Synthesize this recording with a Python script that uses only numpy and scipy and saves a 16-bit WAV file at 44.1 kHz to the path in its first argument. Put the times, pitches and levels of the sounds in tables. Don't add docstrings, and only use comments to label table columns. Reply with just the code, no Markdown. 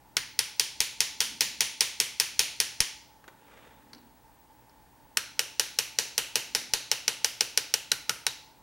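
import sys
import numpy as np
from scipy import signal
from scipy.fft import rfft, irfft, next_fast_len
from scipy.io import wavfile

SR = 44100
rng = np.random.default_rng(int(sys.argv[2]) if len(sys.argv) > 2 else 0)


def wav_out(sig):
    wavfile.write(sys.argv[1], SR, np.round(np.clip(np.atleast_2d(sig).T, -1, 1) * 32767).astype(np.int16))


N = 380141

# f/Hz, level/dB per Hz (relative)
AIR_COLOUR = [(20, -18.5), (55, 2), (100, -1), (135, 0.5), (200, -2.5), (270, -1), (420, -6), (680, -5.5),
              (950, -5), (1250, -12), (1550, -10.5), (2800, -17.5), (7000, -20.5), (15500, -21)]
# f/Hz, level/dB rms
HUM_TONES = [(59.5, -73.5), (120, -75), (239, -89), (294.5, -74), (1812, -83.5)]
# t/s, strength/dB, hardness of the contact as extra treble/dB
BLOWS = [(0.1675, 0, 2), (0.3901, 1.5, 6.5), (0.596, 1.5, 5.5), (0.8037, 0.3, 6), (1.0043, -0.3, 6.5),
         (1.204, -1, 4.5), (1.4072, 0, 5), (1.6062, -0.5, 5), (1.8066, 1, 4.5), (2.0005, 0.2, 6.5),
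         (2.1987, 0.9, 5), (2.3924, 2.5, 4.5), (2.601, 0.8, 4.5), (2.8035, 2.2, 4), (5.171, -2.5, 2.5),
         (5.3923, -3, 2), (5.5957, -0.7, 2.5), (5.7872, -1.7, 1.5), (5.9864, -1.5, -1), (6.1787, -1.7, 1.4),
         (6.3555, -1.4, -0.5), (6.5489, -1.2, -1.5), (6.7355, -0.5, -0.8), (6.9145, -0.9, -2),
         (7.0791, -0.8, -1.8), (7.2448, -0.5, 0), (7.4074, -0.5, -2.5), (7.5743, 0.2, 1),
         (7.739, -0.5, 1.4), (7.917, -2.5, 3.5), (8.094, -4.5, 1.6), (8.2657, -4, 1)]
# f/Hz, t60/s, level in first cut/dB, level in second cut/dB
STEEL_MODES = [(473, 0.029, -37.5, -31), (850, 0.015, -33.5, -26), (1061, 0.0089, -29.5, -30),
               (1502, 0.023, -28.5, -22), (1825, 0.022, -26, -25), (2136, 0.015, -18.5, -17),
               (2483, 0.016, -18, -20), (2846, 0.0064, -13, -7.5), (3280, 0.006, -10, -13.5),
               (3966, 0.0046, -11.5, -7), (4626, 0.0055, -8, -8.5), (5166, 0.0082, -9.5, -8),
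               (5603, 0.015, -13.5, -13), (6007, 0.012, -15, -10.5), (6710, 0.013, -15.5, -18),
               (7130, 0.01, -23.5, -16.5), (7810, 0.011, -22.5, -19.5), (8360, 0.007, -26.5, -20),
               (9180, 0.0063, -15.5, -14), (9920, 0.0081, -22, -18), (10590, 0.0053, -19, -15.5),
               (11480, 0.0056, -28.5, -17.5), (12330, 0.01, -25.5, -20.5), (14170, 0.0034, -20.5, -17.5),
               (14700, 0.0064, -24.5, -22.5)]
# f/Hz, level/dB, t60/s
ROOM_BANDS = [(120, 10, 0.51), (257, 6.5, 0.35), (480, -2.5, 0.311), (1010, 2.5, .42), (1888, -3, 0.51),
              (3140, 0, 0.52), (4250, -1.5, 0.56), (4990, -9, 0.55), (6000, -4.5, 0.49), (9130, -3, 0.42),
              (15150, -2.5, 0.33)]
# t/s, level/dB
ROOM_SPILL = [(0.17, -3), (0.39, -0.5), (1.35, 4), (2.35, 2), (2.8, -0.5), (5.17, -4.5), (6.0, -0.9),
              (7.7, -5.5), (8.05, -4.5)]
# t/s, f/Hz, level/dB, t60/s
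LOOSE_RINGS = [(0.1687, 2200, -15.5, 0.023), (5.171, 2300, -29, 0.013), (5.1712, 4300, -18, 0.016),
               (7.9178, 1510, -25, 0.05), (7.9165, 3980, -16, 0.018), (8.0942, 1463, -22, 0.041),
               (8.2658, 925, -30, 0.041), (8.2663, 3860, -33.5, 0.19)]
# t/s, level/dB
BENCH_THUMPS = [(0.8039, -36), (1.205, -42), (2.3938, -35.5), (2.599, -39), (2.805, -25), (6.5488, -39),
                (6.7356, -34)]
# t at the loudest/s, length/s, rubbing level/dB, low drag level/dB
VISE_TURNS = [(1.406, 0.58, -81, -58.5), (3.602, 0.32, -56, -66.5), (3.956, 0.26, -68, -59),
              (6.592, 0.34, -83, -60.5)]
# f/Hz, level/dB per Hz (relative)
RUB_COLOUR = [(150, -27), (330, -13), (500, 4), (800, -8), (1150, -4.5), (1600, -4.5), (2700, -10),
              (3650, -12.5), (4200, -21), (9000, -26), (15000, -37.5)]
# t/s, level/dB, knock/dB, steel/dB
LIGHT_TOUCHES = [(3.241, -44, -2.5, -18), (3.279, -29.5, -8, -32), (3.932, -29.5, -16, -5),
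                 (3.948, -42, -16, -1), (3.982, -49, -16, -5), (4.695, -48, -16, -4.5)]

SECOND_CUT_S = 4
DEEPEST_S = 0.9
PLATE_FREE_DB, PLATE_DAMPED_DB = 0.5, -4.5
BODY_FREE_DB, BODY_DAMPED_DB = 0, -3.65
ENTRY_DB, ENTRY_S = 5, 0.2
BODY_FOLLOWS = 0.41
TURN_EDGE_DB = -8
TOP_HZ = 15850


def amp(db):
    return 10 ** (np.asarray(db) / 20)


def unit(x):
    return x / np.sqrt(np.mean(x ** 2) + 1e-20)


def along(points, hz):
    f, v = np.transpose(points)
    return np.interp(np.log(hz + 1), np.log(f + 1), v)


def filtered(x, response):
    n = x.shape[-1]
    padded = next_fast_len(n + 8192)
    return irfft(rfft(x, padded) * response(np.fft.rfftfreq(padded, 1 / SR)), padded)[..., :n]


def noise(response):
    return unit(filtered(rng.standard_normal(N), response))


def band(hz, centre_hz, width_hz):
    return 1j * hz * width_hz / (centre_hz ** 2 - hz ** 2 + 1j * hz * width_hz)


def add(track, s, sound):
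    part = track[..., round(s * SR):][..., :sound.shape[-1]]
    part += sound[..., :part.shape[-1]]


def workshop(air_db=-61.5, fan_db=-63.5, fan_hz=878, fan_width_hz=110, side_db=-69, whine_db=-69):
    t = np.arange(N) / SR
    air = amp(air_db) * noise(lambda hz: amp(along(AIR_COLOUR, hz)))
    fan = amp(fan_db) * noise(lambda hz: band(hz, fan_hz, fan_width_hz) ** 2)
    hum = np.zeros(N)
    for tone_hz, db in HUM_TONES:
        hum += amp(db) * np.sqrt(2) * np.sin(2 * np.pi * (tone_hz * t + rng.random()))
    whine = amp(whine_db) * noise(lambda hz: band(hz, 15736, 10))
    width = [(60, 4), (130, -16.5), (300, -8.5), (2000, -22.5)]  # f/Hz, level/dB
    side = amp(side_db) * noise(lambda hz: amp(along(AIR_COLOUR, hz) + along(width, hz)))
    return np.array([air + fan + hum + whine, side])


def blow_colour(age, db, hard_db, hz):
    depth = age / DEEPEST_S * np.exp(1 - age / DEEPEST_S)
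    follow_db = BODY_FOLLOWS * db
    entry_db = ENTRY_DB * np.exp(-age / ENTRY_S)
    plate_db = follow_db + PLATE_FREE_DB * (1 - depth) + PLATE_DAMPED_DB * depth + entry_db
    body_db = follow_db + BODY_FREE_DB * (1 - depth) + BODY_DAMPED_DB * depth
    curve = [(850, db), (1400, plate_db), (1600, plate_db), (2200, body_db), (3600, body_db),
             (4600, db), (7000, db), (9000, db + hard_db)]
    return along(curve, hz)


def spread(click):
    for trip_s, echo in ((.00011, -.55), (.00054, .66)):
        gap = np.zeros(round(trip_s * SR) - 1)
        click = signal.lfilter(np.r_[echo, gap, 1], np.r_[1, gap, echo], click)
    return click


def ring(levels_db, t, attack_s=0.0004, scatter_db=1.6, detune=.009):
    hz, t60 = np.array(STEEL_MODES).T[:2, :, None]
    level_chance, pitch_chance = rng.standard_normal((2, len(STEEL_MODES), 1))
    polarity = (-1) ** np.arange(len(STEEL_MODES))[:, None]
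    size = amp(levels_db[:, None] + scatter_db * level_chance) * polarity
    modes = size * np.sin(2 * np.pi * hz * (1 + detune * pitch_chance) * t) * amp(-60 * t / t60)
    return spread(np.sum(modes * (1 - np.exp(-t / attack_s)), axis=0))


def bite(click, t, crunch_db=-12, crunch_t60=.015):
    tearing = rng.standard_normal(len(t)) * t * amp(-60 * t / crunch_t60)
    tearing /= np.linalg.norm(tearing)
    return click + amp(crunch_db) * signal.fftconvolve(click, tearing)[:len(t)]


def near_echoes(click, s):
    paths = ((.0015 + .00003 * s, .3), (.0028 + .00001 * s, -.24))  # delay/s, gain
    return filtered(click, lambda hz: 1 + sum(gain * np.exp(-2j * np.pi * hz * delay)
                                              for delay, gain in paths))


def all_sides(click):
    ratio, lead = 1.09, SR // 500
    energy = np.cumsum(np.abs(rfft(click)) ** 2)
    k = np.arange(1, len(energy) + 1)
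    gathered = np.interp(k * ratio, k, energy) - np.interp(k / ratio, k, energy)
    power = np.maximum(gathered / (k * ratio - k / ratio), 0)
    return np.roll(irfft(np.sqrt(power)), lead)[:4 * lead]


def walls(scatter, gap_s=0.0034, early_db=7, early_fade_s=0.0058):
    room = np.array(ROOM_BANDS)
    hz, t, z = signal.stft(scatter, SR, nperseg=128)
    decay = amp(-60 * t / along(room[:, [0, 2]], hz)[:, None])
    late = np.maximum(t - gap_s, 0)
    onset = 1 - np.exp(-(late / 0.0028) ** 2)
    shape = decay * onset * (1 + amp(early_db) * np.exp(-late / early_fade_s))
    shape /= np.sqrt(np.sum(shape ** 2, axis=1, keepdims=True) * t[1] * SR)
    level = amp(along(room[:, :2], hz))[:, None]
    return signal.istft(z * shape * level, SR, nperseg=128)[1]


def boom(room, boom_db=-10, centre_hz=115, width_hz=55):
    return amp(boom_db) * filtered(room, lambda hz: band(hz, centre_hz, width_hz) ** 2)


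def hammer(click_db=-1, room_db=-1, fresh=0.096, room_follows=0.75,
           room_side_db=-15, direct_side_db=-27, lag_side_db=-17):
    out, t = np.zeros((2, N)), np.arange(SR // 16) / SR
    hz, _, first_db, second_db = np.transpose(STEEL_MODES)
    still = rng.standard_normal((2, 2 * SR // 3))
    blows = np.array(BLOWS)
    first = blows[:, 0] < SECOND_CUT_S
    for cut, modes_db in ((blows[first], first_db), (blows[~first], second_db)):
        for s, db, hard_db in cut:
            colour = blow_colour(s - cut[0, 0], db, hard_db, hz)
            direct = amp(click_db) * near_echoes(bite(ring(modes_db + colour, t), t), s)
            side = amp(direct_side_db) * direct + amp(lag_side_db) * np.gradient(direct)
            add(out, s, np.array([direct, side]))

            spill_db = room_db + np.interp(s, *np.transpose(ROOM_SPILL)) + room_follows * db
            spill_click = ring(modes_db + .5 * (colour - colour.mean()), t)
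            spill = amp(spill_db) * all_sides(spill_click)
            moved = rng.standard_normal(still.shape)
            room = walls(np.sqrt(1 - fresh) * still + np.sqrt(fresh) * moved)
            answer = signal.fftconvolve(spill[None], room, axes=1)
            add(out, s, amp([[0], [room_side_db]]) * answer)
            add(out[0], s, boom(room[0]))
    return out


def loose_notes(line_width_hz=70):
    out, t = np.zeros(N), np.arange(SR // 4) / SR
    for s, hz, db, t60 in LOOSE_RINGS:
        chatter = np.cumsum(rng.standard_normal(len(t))) * np.sqrt(2 * np.pi * line_width_hz / SR)
        add(out, s, amp(db - 60 * t / t60) * np.sin(2 * np.pi * hz * t + chatter))
    return out


def in_room(x, wet_db):
    room = walls(rng.standard_normal(SR // 2))
    return x + amp(wet_db) * signal.fftconvolve(x, room)[:N]


def thump(t, push_s=0.002, recoil_s=0.011, recoil_share=0.18):
    def lobe(u, order):
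        return (u * np.exp(1 - u)) ** order
    return lobe(t / push_s, order=4) - recoil_share * lobe(t / recoil_s, order=2)


def bench(thump_db=-3.5, thump_side=.55):
    out, t = np.zeros((2, N)), np.arange(SR // 16) / SR
    for s, db in BENCH_THUMPS:
        add(out, s, amp(db + thump_db) * thump(t) * np.array([[1], [thump_side]]))
    return out


def swivel(drag_hz=245, drag_width_hz=115, sing_hz=3600, sing_db=-19, sing_delay_s=0.1):
    t = np.arange(N) / SR
    rubbing, dragging = np.zeros((2, N))
    for s, length, rub_db, drag_db in VISE_TURNS:
        swell_db = np.maximum(TURN_EDGE_DB * (2 * (t - s) / length) ** 2, -120)
        rubbing += amp(rub_db + swell_db)
        dragging += amp(drag_db + swell_db)
    catches = amp(2.5 * noise(lambda hz: hz < 70))
    rub = rubbing * unit(catches * noise(lambda hz: amp(along(RUB_COLOUR, hz))))
    sing_swell = amp(sing_db) * np.interp(t - sing_delay_s, t, rubbing)
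    sing = sing_swell * noise(lambda hz: band(hz, sing_hz, 110) ** 2)
    drag = dragging * noise(lambda hz: band(hz, drag_hz, drag_width_hz) ** 2)
    return rub + sing + drag


def touches(knock_db=-2, steel_db=-4, knock_t60=0.045, steel_t60=0.026):
    out, t = np.zeros(N), np.arange(SR // 8) / SR

    def burst(response, t60):
        return unit(filtered(rng.standard_normal(len(t)), response)) * amp(-60 * t / t60)

    def vise(hz):
        return band(hz, 500, 160) - 0.81 * band(hz, 1020, 280) + band(hz, 1600, 520)

    def point(hz):
        return band(hz, 4400, 550) - 0.58 * band(hz, 5670, 790) + 0.16 * band(hz, 9640, 900)

    for s, db, knock, steel in LIGHT_TOUCHES:
        add(out, s, amp(db + knock + knock_db) * burst(vise, knock_t60))
        add(out, s, amp(db + steel + steel_db) * burst(point, steel_t60))
    return out


def scene():
    mid, side = workshop() + hammer() + bench()
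    mid = mid + in_room(loose_notes(), wet_db=-8) + swivel() + in_room(touches(), wet_db=-6.5)
    return np.array([mid + side, mid - side])


def record(dry):
    return filtered(dry, lambda hz: 1 / np.sqrt(1 + (hz / TOP_HZ) ** 300))


dry = scene()
out = record(dry)
wav_out(out)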